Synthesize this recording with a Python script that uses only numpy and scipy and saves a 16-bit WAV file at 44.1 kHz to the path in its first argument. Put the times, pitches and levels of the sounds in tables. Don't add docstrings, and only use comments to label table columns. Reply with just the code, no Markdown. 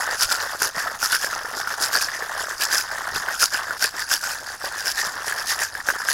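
import sys
import numpy as np
from scipy import signal
from scipy.fft import rfft, irfft, next_fast_len
from scipy.io import wavfile
from scipy.ndimage import uniform_filter1d, map_coordinates

SR = 44100
rng = np.random.default_rng(int(sys.argv[2]) if len(sys.argv) > 2 else 0)


def persist_wave(psi):
    counts = np.round(np.clip(psi, -1, 1) * 32767).astype(np.int16)
    wavfile.write(sys.argv[1], SR, np.atleast_2d(counts).T)


N = 270333

# (time [s], level before a common 2 dB lift [dB], pocket pitch [Hz])
SLAMS = [(0.3213, -13, 1520), (0.6185, -8.5, 1465), (0.7811, -19.5, 1886), (0.8726, -14.5, 1310),
         (1.0284, -12, 1410), (1.1263, -8.5, 1490), (1.2444, -11.5, 1640), (1.2697, -15, 1610),
         (1.33, -14, 1370), (1.6735, -11.5, 1440), (1.951, -8.5, 1465), (2.086, -15, 1720),
         (2.223, -16, 1730), (2.9146, -17, 1560), (3.1607, -16, 1490), (3.2855, -11, 1580),
         (3.4299, -8, 1430), (3.5463, -13, 1560), (3.7077, -13.5, 1460), (3.8252, -13, 1480),
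         (3.8442, -10.5, 1620), (4.115, -9.5, 1590), (4.8727, -19, 1590), (5.3236, -10, 1664),
         (5.7517, -14.5, 1660), (5.8871, -4.5, 1590), (5.902, -7, 1590), (6.0867, -6, 1620)]
# (frequency [Hz], relative gain [dB])
STEEL_COLOUR = [(1200, -30), (2400, -11), (3100, -13), (4150, -10), (4800, -1), (5200, 0), (5800, -4),
                (7000, -6), (8300, -13), (10700, -10), (15500, -22)]


def throws(times, ice_db, end):
    usual_ice_db = -28
    ring_db_per_db = 0.8554
    halving_db = 43
    usual_s, churn_db, ring_db, crunch_db = end
    force_db = ice_db - usual_ice_db
    length_s = usual_s * 2 ** (-force_db / halving_db)
    levels = (churn_db, ring_db + ring_db_per_db * force_db, ice_db, ice_db + crunch_db)
    return np.array([swells(times, length_s, db) for db in levels])


def swells(peak_s, length_s, db):
    rise_share = 0.74
    t = np.arange(0, N, 32) / SR
    u = (t - peak_s[:, None]) / length_s[:, None]
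    u = np.where(u < 0, u / rise_share, u)
    gain = np.reshape(amp(db), (-1, 1)) / np.cosh(np.clip(u, -40, 40))
    return np.interp(np.arange(N) / SR, t, np.sum(gain ** 2, axis=0))


def tumble():
    # (time [s], level before random swings [dB])
    slosh_rows = [(0, -27), (0.9, -30.5), (1.7, -33), (2.35, -30.5), (3.6, -31.5), (4.35, -36), (5.35, -31),
                  (5.7, -33), (6.1, -31.5)]
    # (middle [s], length [s])
    flight_rows = [(0.185, 0.051), (0.269, 0.077), (0.584, 0.039), (0.721, 0.045), (0.992, 0.06),
                   (1.206, 0.11), (1.756, 0.019), (2.025, 0.076), (2.177, 0.028), (2.586, 0.061),
                   (2.805, 0.057), (3.368, 0.069), (3.494, 0.055), (3.796, 0.05), (3.914, 0.042),
                   (4.054, 0.04), (4.199, 0.063), (4.468, 0.066), (4.582, 0.042), (4.702, 0.019),
                   (4.816, 0.045), (4.927, 0.087), (5.48, 0.054), (5.691, 0.076), (5.838, 0.051)]
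    ring_db, ice_db, crunch_db = -40.5, -40.5, -46.5
    liquid_drop_db, ice_drop_db = -15.5, -6.5
    t = np.arange(N) / SR
    flying = np.max([np.exp(-(2 * (t - s) / length) ** 2) for s, length in flight_rows], axis=0)
    liquid_dip = liquid_drop_db * flying
    ice_dip = ice_drop_db * flying
    slosh_db = np.interp(t, *np.transpose(slosh_rows)) + 2.2 * wobble(rate=24)
    levels = [slosh_db + liquid_dip, ring_db + liquid_dip, ice_db + ice_dip, crunch_db + ice_dip]
    return amp(levels) ** 2


def churn(rate=420, centre_hz=880, scatter=0.48, cycles=9):
    # (frequency [Hz], relative gain [dB])
    liquid_colour = [(150, -11.5), (310, -10.5), (480, -5), (1000, 5.5), (1800, 14.5), (2400, -7.5),
                     (3600, -2.5), (7000, -21)]
    times = moments(rate)
    hz = centre_hz * np.exp(scatter * rng.standard_normal(len(times)))
    gulps = unit(grains(times, hz, cycles / hz, attack=0.0002, spread_db=3.5, size=900))
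    slaps = patter(rate=130, t60=0.044, spread_db=2)
    return even(coloured(gulps + amp(4) * slaps, liquid_colour), span=0.06)


def hollow(rate=260, t60=0.021):
    times = moments(rate)
    slam_s, _, pocket_hz = np.transpose(SLAMS)
    drift = 0.016 + 0.055 * wobble(rate=25)[(times * SR).astype(int)]
    scatter = 0.03 * rng.standard_normal(len(times))
    hz = np.interp(times, slam_s, pocket_hz) * np.exp(drift + scatter)
    taps = grains(times, hz, np.full(len(times), t60), attack=0.00019, spread_db=0.5, size=1100)
    return even(taps, span=0.04)


def clatter():
    crunch_hz = 8300
    times = moments(rate=1800)
    hz = rng.uniform(2500, 15000, len(times))
    chimes = unit(grains(times, hz, 30 / hz, attack=0.0001, spread_db=7.5, size=600))
    ticks = patter(rate=410, t60=0.0091, spread_db=6.5)
    fizz = rng.standard_normal(N)
    contacts = ticks + amp(-5) * chimes + amp(-3) * fizz
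    ice = patchy(coloured(contacts, STEEL_COLOUR), depth_db=2.0)
    ice = even(ice, span=0.045)
    wall = signal.sosfiltfilt(signal.butter(4, crunch_hz, fs=SR, output="sos"), ice)
    return unit(wall), unit(ice - wall)


def patchy(x, depth_db):
    z = signal.stft(x, nperseg=256)[2]
    field = uniform_filter1d(rng.standard_normal(z.shape), size=6, axis=0)
    field = uniform_filter1d(field, size=16, axis=1)
    return signal.istft(z * amp(depth_db * unit(field)), nperseg=256)[1][:N]


def knocks():
    out, t = np.zeros(N), np.arange(SR // 20) / SR
    for s, db, hz in SLAMS:
        pocket = ring(t, hz, t60=0.02, attack=0.00025)
        splat = rng.standard_normal(len(t)) * np.exp(-t / 0.0071)
        blow = pocket + amp(-22) * splat
        add(out, s, amp(db + 2) * blow)
    return out


def thuds():
    # (time [s], level of each mode [dB])
    landing_rows = [(0.6185, -22), (0.781, -29), (1.029, -26), (1.244, -26), (1.329, -29), (2.224, -25.5),
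                    (2.602, -31), (3.08, -26), (3.161, -25.5), (3.431, -30), (3.844, -27), (4.641, -23),
                    (5.887, -21)]
    # ([Hz], [Hz])
    mode_hz = (561, 848)
    out, t = np.zeros(N), np.arange(SR // 20) / SR
    for s, db in landing_rows:
        modes = [ring(t, hz * np.exp(0.2 * rng.standard_normal()), t60=0.038, attack=0.00034)
                 for hz in mode_hz]
        add(out, s, amp(db) * sum(modes))
    return out


def clinks():
    # (time [s], level before a common 8 dB cut [dB])
    strike_rows = [(0.2094, -1), (0.2235, 0), (0.2314, -1), (0.631, -6.5), (1.028, -8), (1.059, -4),
                   (2.6423, -4), (2.7809, -1), (3.159, -9), (3.3984, -5), (3.4271, 1), (3.4398, 2.5),
                   (4.8796, -2), (4.9166, -4.5)]
    out, t = np.zeros(N), np.arange(SR // 40) / SR
    for s, db in strike_rows:
        wall_hz = 5100 * np.exp(0.015 * rng.standard_normal())
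        wall = ring(t, wall_hz, t60=0.0026, attack=0.0018)
        crack = coloured(rng.standard_normal(len(t)) * np.exp(-t / 0.002), STEEL_COLOUR)
        blow = wall / np.abs(wall).max() + crack / np.abs(crack).max()
        add(out, s, amp(db - 8.0) * blow)
    return out


def bumps():
    # (time [s], rms level at the top [dB], upper edge [Hz])
    bump_rows = [(0.26, -41.5, 100), (3.16, -40, 194)]
    t = np.arange(N) / SR
    out = np.zeros(N)
    for s, db, edge_hz in bump_rows:
        low_pass = signal.butter(4, edge_hz, fs=SR, output="sos")
        rumble = signal.sosfilt(low_pass, rng.standard_normal(N))
        out += amp(db) * unit(rumble) * np.exp(-np.abs(t - s) / 0.033)
    return out


def open_air():
    # (frequency [Hz], relative gain [dB])
    air_colour = [(70, -2.5), (108, -0.5), (145, -11), (1500, -17), (12000, -76)]
    return amp(-54.0) * unit(coloured(rng.standard_normal(N), air_colour))


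def ring(t, hz, t60, attack):
    return np.sin(2 * np.pi * hz * t) * np.exp(-np.log(1000) * t / t60) * (1 - np.exp(-t / attack))


def grains(times, hz, t60, attack, spread_db, size):
    k = np.arange(size)
    strength = amp(spread_db * np.clip(rng.standard_normal(len(times)), -2, 2))
    strength = strength * rng.choice([-1, 1], len(times))
    waves = strength[:, None] * ring(k / SR, hz[:, None], t60[:, None], attack)
    places = (times * SR).astype(int)[:, None] + k
    return np.bincount(places.ravel(), waves.ravel(), N)[:N]


def patter(rate, t60, spread_db):
    times = moments(rate)
    force = amp(spread_db * np.clip(rng.standard_normal(len(times)), -2, 2))
    blows = np.bincount((times * SR).astype(int), force ** 2, N)
    energy = signal.lfilter([1], [1, -np.exp(-2 * np.log(1000) / (t60 * SR))], blows)
    return unit(np.sqrt(energy) * rng.standard_normal(N))


def moments(rate):
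    return rng.uniform(0, N / SR, int(rate * N / SR))


def wobble(rate):
    return map_coordinates(rng.standard_normal(int(N * rate / SR) + 4), [np.arange(N) * rate / SR])


def coloured(x, points):
    m = 2 * next_fast_len(len(x) // 2 + 4096)
    hz, db = np.transpose(points)
    log_hz = np.log(np.fft.rfftfreq(m, 1 / SR) + 1)
    cepstrum = irfft(np.log(amp(np.interp(log_hz, np.log(hz), db))))
    cepstrum[1:m // 2] *= 2
    cepstrum[m // 2 + 1:] = 0
    return irfft(rfft(x, m) * np.exp(rfft(cepstrum)))[:len(x)]


def even(x, span):
    size = max(int(span * SR), 8)
    power = uniform_filter1d(uniform_filter1d(x * x, size), size)
    return x / np.sqrt(np.abs(power) + 1e-12)


def unit(x):
    return x / np.sqrt(np.mean(x ** 2) + 1e-20)


def amp(db):
    return 10 ** (np.asarray(db) / 20)


def add(track, s, sound):
    start = min(max(round(s * SR), 0), N)
    track[start:start + len(sound)] += sound[:N - start]


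def scene():
    # (time at the cap [s], time on to the base [s], ice level at the cap [dB], ice level at the base [dB])
    shake_rows = [(0.02, 0.11, -31.5, -31), (0.222, 0.1, -20.0, -22.5), (0.415, 0.1, -31.5, -37),
                  (0.635, 0.16, -22, -30), (1.041, 0.096, -23.5, -21), (1.234, 0.095, -27.0, -33.5),
                  (1.582, 0.13, -31.5, -33.5), (1.835, 0.12, -22, -21.5), (2.023, 0.13, -23.5, -34.5),
                  (2.409, 0.098, -32, -37.5), (2.626, 0.11, -22.5, -21.5), (2.787, 0.16, -25, -39),
                  (3.168, 0.17, -30, -32.5), (3.427, 0.12, -18.5, -27), (3.835, 0.17, -21, -30.0),
                  (4.128, 0.12, -20, -29), (4.311, 0.17, -31, -37.5), (4.657, 0.14, -33.5, -32),
                  (4.883, 0.11, -24.5, -24.5), (5.059, 0.13, -31, -56), (5.282, 0.11, -30.5, -31.5),
                  (5.503, 0.12, -22.0, -25), (5.892, 0.12, -31.5, -37), (6.104, 0.096, -23.0, -23.5)]
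    # (swell time [s], churn level [dB], hollow ring level [dB], crunch level relative to the ice [dB])
    cap_end = (0.025, -31, -32, -5.5)
    base_end = (0.025, -36, -26.5, -7)
    s, return_s, cap_db, base_db = np.transpose(shake_rows)
    power = throws(s, cap_db, cap_end) + throws(s + return_s, base_db, base_end) + tumble()
    wall, crunch = clatter()
    load = np.sum(np.sqrt(power) * [churn(), hollow(), wall, crunch], axis=0)
    return (load + knocks() + thuds() + clinks() + bumps() + open_air())[None]


def record(dry):
    top_hz = 15900
    m = next_fast_len(N + SR // 2)
    kept = np.fft.rfftfreq(m, 1 / SR) < top_hz
    return irfft(rfft(dry, m) * kept, m)[..., :N]


dry = scene()
out = record(dry)
persist_wave(out)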